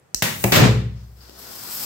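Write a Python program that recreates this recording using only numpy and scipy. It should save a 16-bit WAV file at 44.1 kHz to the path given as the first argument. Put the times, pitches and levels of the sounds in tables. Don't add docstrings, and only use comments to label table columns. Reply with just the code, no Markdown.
import sys
import numpy as np
from scipy import signal
from scipy.fft import rfft, irfft
from scipy.io import wavfile

SR = 44100
rng = np.random.default_rng(int(sys.argv[2]) if len(sys.argv) > 2 else 0)


def store_wav(level_fs):
    pcm = np.round(np.clip(np.atleast_2d(level_fs), -1, 1) * 32767)
    wavfile.write(sys.argv[1], SR, pcm.T.astype(np.int16))


N = 81585
T = np.arange(N) / SR
HZ = np.maximum(np.arange(N // 2 + 1) * SR / N, 1)
BLAST_S = 0.5202


def blast(walls):
    # centre in seconds, rise in dB, half-width in seconds.
    surges = [(0.521, 3.5, .006), (0.569, 3.5, 0.0081)]
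    # frequency in Hz, level in dB.
    nozzle_colour = [(200, -17), (1000, 4), (1900, 7), (3800, 5.5), (7000, 1.5), (10000, -5), (13000, 3),
                     (16000, -2)]
    jet_colour = [(30, -21), (80, -9), (160, 7.5), (330, 4.5), (520, 2.5), (800, -1.5), (2000, -1.5),
                  (4000, -7), (8000, -15.5), (11000, -28), (16000, -46)]
    roar_colour = [(25, -40), (60, -30), (95, -7), (130, -4.5), (200, -14), (300, -19), (480, -22),
                   (800, -26.5), (3000, -57.5)]
    # time in seconds, level in dB.
    roar_levels = [(.52, -49), (.57, -16.5), (.62, -9), (.67, -13.5), (.71, -24), (.78, -35.5),
                   (.95, -65.5)]
    age_s, attack_s = T - BLAST_S, 0.0024
    surge_db = sum(db * swell(at_s, half_width_s) for at_s, db, half_width_s in surges)
    flow = np.clip(age_s / attack_s, 0, 1) * undb(surge_db)

    def stream(colour, db, hold_s, fall_db_per_s):
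        level_db = db - fall_db_per_s * np.maximum(age_s - hold_s, 0)
        return tint(noise(alike_hz=121.5), colour) * flow * undb(level_db)

    nozzle = stream(nozzle_colour, db=-15.5, hold_s=0.041, fall_db_per_s=220)
    jet = stream(jet_colour, db=-15, hold_s=0.13, fall_db_per_s=246)
    roar = tint(noise(alike_hz=276), roar_colour) * curve(roar_levels)
    return (in_room(nozzle + jet, walls, room_db=-8) + in_room(roar, walls, room_db=-16)) * pan(1)


def bang(walls):
    # frequency in Hz, level in dB.
    bang_colour = [(30, -14), (130, 11.5), (300, 1.5), (550, 4), (1000, 0.5), (2200, 4.5), (5000, -2),
                   (8000, -2.5), (16000, -5)]
    leak_colour = [(100, 13), (1000, -9.5), (3000, -21), (6000, -1), (9000, 4.5), (13000, 3), (16000, 11)]
    # time in seconds, level in dB.
    leak_levels = [(.25, -60), (.33, -34), (.40, -29), (.435, -27), (.49, -27.5), (.52, -24.5), (.56, -65)]
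    start_s = 0.2223
    rupture = undb(-13.5) * fade(start_s, t60_s=0.034)
    gush = undb(-18) * fade(start_s, t60_s=0.24)
    burst = tint(noise(), bang_colour) * (rupture + gush)
    leak = tint(noise(), leak_colour) * curve(leak_levels)
    return (in_room(burst, walls, room_db=0) + in_room(leak, walls, room_db=-17)) * pan(2)


def snap(walls):
    # frequency in Hz, level in dB, T60 in seconds.
    disc_modes = [(5700, -11, 0.016), (6400, -30, .03), (8100, -12, .02), (12600, -13, .008)]
    # frequency in Hz, level in dB.
    snap_colour = [(60, -2), (250, -9.5), (1000, -22.5), (3000, -19.5), (5800, 1.5), (8000, -9),
                   (12500, -13), (16000, -17)]
    start_s = 0.1456
    click = undb(-2.5) * tint(noise(), snap_colour) * fade(start_s, t60_s=0.016)
    ping = click + ring(start_s, disc_modes)
    puff = undb(-19) * fade(start_s, t60_s=0.045)
    direct_trim = pan(2.5) - 1.5
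    return in_room(ping, walls, room_db=-12.5) + ping * direct_trim + puff


def landing(walls):
    # start in seconds, crack level in dB, thud level in dB.
    contacts = [(0.4394, -8.5, -15.5), (0.4407, -6.5, -10.5), (0.444, -13, -31), (0.4473, -28.5, -0.5)]
    # frequency in Hz, level in dB, T60 in seconds.
    desk_modes = [(78, -44.5, .12), (120, -16.5, 0.25), (197, -11.5, 0.097), (256, -30.5, 0.2),
                  (353.5, -14.5, 0.11), (525, -21.5, 0.19), (694, -23, 0.17), (812, -25.5, 0.11)]
    # frequency in Hz, level in dB.
    crack_colour = [(100, 12.5), (750, 14), (1150, 0.5), (1700, 2), (2600, 2.5), (4000, -6.5), (6500, -5),
                    (11000, -5), (16000, -4)]
    strikes = sum(undb(db) * fade(start_s, t60_s=0.017) for start_s, db, _ in contacts)
    crack = tint(noise(), crack_colour) * strikes
    thud = sum(undb(db) * ring(start_s, desk_modes) for start_s, _, db in contacts)
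    return (in_room(crack, walls, room_db=-4.5) + in_room(thud, walls, room_db=-9.5)) * pan(2)


def boom():
    # frequency in Hz, level in dB, T60 in seconds, left minus right in dB.
    room_modes = [(62.3, -22.5, 1.39, 2), (91.9, -28.5, 0.9, 2), (110.17, -14.5, 0.76, 2),
                  (121.8, -13, 0.71, 0.5), (144.8, -26, 0.81, 1), (184.3, -23, 0.77, 2),
                  (214.6, -24.5, 0.53, -0.5), (254.7, -32.5, 0.59, 0), (330, -31.5, 0.54, 4.5),
                  (385.6, -30.5, 0.48, 0), (431, -24, 0.44, 1), (485, -38.5, .5, 0), (521, -30.5, 0.42, 3)]
    crest_s, build_s, scatter_s = 0.694, 0.08, 0.0002
    build = np.exp(np.minimum(T - crest_s, 0) / build_s) * np.clip((T - BLAST_S) / build_s, 0, 1)
    age_s = np.maximum(T - crest_s, 0)
    zero_crossings_s = crest_s + scatter_s * rng.standard_normal(len(room_modes))
    waves = 0
    for (hz, db, t60_s, side_db), zero_s in zip(room_modes, zero_crossings_s):
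        decay = np.exp(-np.log(1000) * age_s / t60_s)
        waves += undb(db) * pan(side_db) * decay * np.sin(2 * np.pi * hz * (T - zero_s))
    return build * waves


def flame(walls):
    # time in seconds, rush level in dB, hiss level in dB.
    flame_levels = [(.9, -69, -79), (.98, -59.5, -69), (1.13, -71, -64), (1.22, -52.5, -55),
                    (1.3, -53.5, -56), (1.36, -50, -51.5), (1.40, -49.5, -45), (1.47, -43.5, -43),
                    (1.55, -48.5, -41), (1.68, -40.5, -35.5), (1.72, -54.5, -31.5), (1.79, -41, -32),
                    (1.835, -41.5, -28), (1.85, -35, -33)]
    # frequency in Hz, level in dB.
    rush_colour = [(30, -27), (110, 4.5), (250, 4), (700, 0), (1400, 1.5), (2400, -7), (4000, -2),
                   (5100, 2.5), (6500, -4.5), (16000, -40.5)]
    hiss_colour = [(200, -11.5), (1000, -4.5), (2000, -8), (4000, -4.5), (5100, 3.5), (6400, -4.5),
                   (8000, 2.5), (10500, -0.5), (12500, 4), (16000, 3.5)]
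    # time in seconds, level in dB, centre in Hz, bandwidth in Hz, half-width in seconds.
    spits = [(1.212, -49.5, 4770, 616, 0.008), (1.296, -37, 4000, 16000, 0.00064),
             (1.2962, -38, 300, 454, 0.0021), (1.393, -44, 11700, 1100, .008),
             (1.502, -44.5, 300, 300, 0.0086), (1.689, -40, 1010, 2500, 0.0035),
             (1.75, -34, 12100, 900, .012)]
    sparks_per_s, spread_db = 1100, 4
    sizes = undb(spread_db * np.minimum(rng.exponential(size=N), 2))
    sparks = (rng.random(N) < sparks_per_s / SR) * sizes * rng.choice([-1, 1], N)
    hiss = tint(noise(alike_hz=2470), hiss_colour) + undb(-6) * tint(sparks, hiss_colour)
    rush = tint(noise(alike_hz=710), rush_colour)
    jet = rush * curve(flame_levels, column=1) + hiss * curve(flame_levels, column=2)
    jet *= sputter(rate_per_s=110, depth_db=1.7)
    for at_s, db, hz, width_hz, half_width_s in spits:
        spit = unit(irfft(rfft(noise()) / (1 + (2 * (HZ - hz) / width_hz) ** 2), N))
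        jet += undb(db) * spit * swell(at_s, half_width_s)
    return in_room(jet, walls, room_db=-0.5) * pan(4)


def sputter(rate_per_s, depth_db):
    knots = rng.standard_normal(N // 20)
    return undb(depth_db * np.interp(T * rate_per_s, np.arange(len(knots)), knots))


def room_response():
    # frequency in Hz, T60 in seconds.
    room_t60 = [(60, 1), (250, 0.51), (1000, 0.47), (4000, 0.52), (8000, 0.35), (12000, 0.41),
                (16000, 0.27)]
    gap_s, build_s = 0.0085, 0.00056
    spectrum = rfft(noise(alike_hz=228))
    centres_hz = np.geomspace(60, 16000, 12)
    onset = 1 - np.exp(-np.maximum(T - gap_s, 0) / build_s)
    response = 0
    for hz, weights in zip(centres_hz, np.eye(len(centres_hz))):
        band = irfft(spectrum * np.interp(np.log(HZ), np.log(centres_hz), weights), N)
        response += band * unit(fade(0, over_hz(hz, room_t60)) * onset)
    return response / np.sqrt(N)


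def in_room(x, walls, room_db):
    return x + undb(room_db) * signal.fftconvolve(np.atleast_2d(x), walls, axes=1)[:, :N]


def room_air():
    # frequency in Hz, level in dB.
    air_colour = [(25, -30.5), (60, -4), (140, 6), (280, -9), (400, -2), (620, -5), (850, -8),
                  (2000, -14.5), (4000, -24), (9000, -22.5), (16000, -33)]
    return undb(-58) * tint(noise(), air_colour)


def noise(alike_hz=300):
    shared = 1 / (1 + (HZ / alike_hz) ** 2)
    white = rfft(rng.standard_normal((3, N)))
    return irfft(np.sqrt(shared) * white[0] + np.sqrt(1 - shared) * white[1:], N)


def ring(start_s, modes):
    return sum(undb(db) * fade(start_s, t60_s) * np.sin(2 * np.pi * hz * (T - start_s))
               for hz, db, t60_s in modes)


def fade(start_s, t60_s):
    return (T >= start_s) * np.exp(-np.log(1000) * np.maximum(T - start_s, 0) / t60_s)


def swell(at_s, half_width_s):
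    return np.exp(-((T - at_s) / half_width_s) ** 2)


def curve(rows, column=1):
    rows = np.array(rows)
    return undb(np.interp(T, rows[:, 0], rows[:, column], left=-120))


def tint(x, colour):
    return unit(irfft(rfft(x) * undb(over_hz(HZ, colour)), N))


def over_hz(hz, points):
    points_hz, values = np.array(points).T
    return np.interp(np.log(hz), np.log(points_hz), values)


def pan(side_db):
    return undb(np.array([[side_db], [-side_db]]) / 2)


def unit(x):
    return x / np.sqrt(np.mean(x ** 2))


def undb(db):
    return 10 ** (np.asarray(db) / 20)


def scene():
    walls = room_response()
    air = room_air()
    return snap(walls) + bang(walls) + landing(walls) + blast(walls) + boom() + flame(walls) + air


def record(dry):
    notch_hz, notch_width_hz, notch_db = 9740, 870, -5
    low_cut_hz, high_cut_hz = 46.7, 15720
    port = undb(notch_db * np.exp(-((HZ - notch_hz) / notch_width_hz) ** 2))
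    low_cut = signal.butter(6, low_cut_hz, "highpass", fs=SR, output="sos")
    high_cut = signal.ellip(10, 0.2, 80, high_cut_hz, fs=SR, output="sos")
    notched = irfft(rfft(dry) * port, N)
    rounded = np.tanh(signal.sosfilt(low_cut, notched))
    return signal.sosfilt(high_cut, rounded)


dry = scene()
out = record(dry)
store_wav(out)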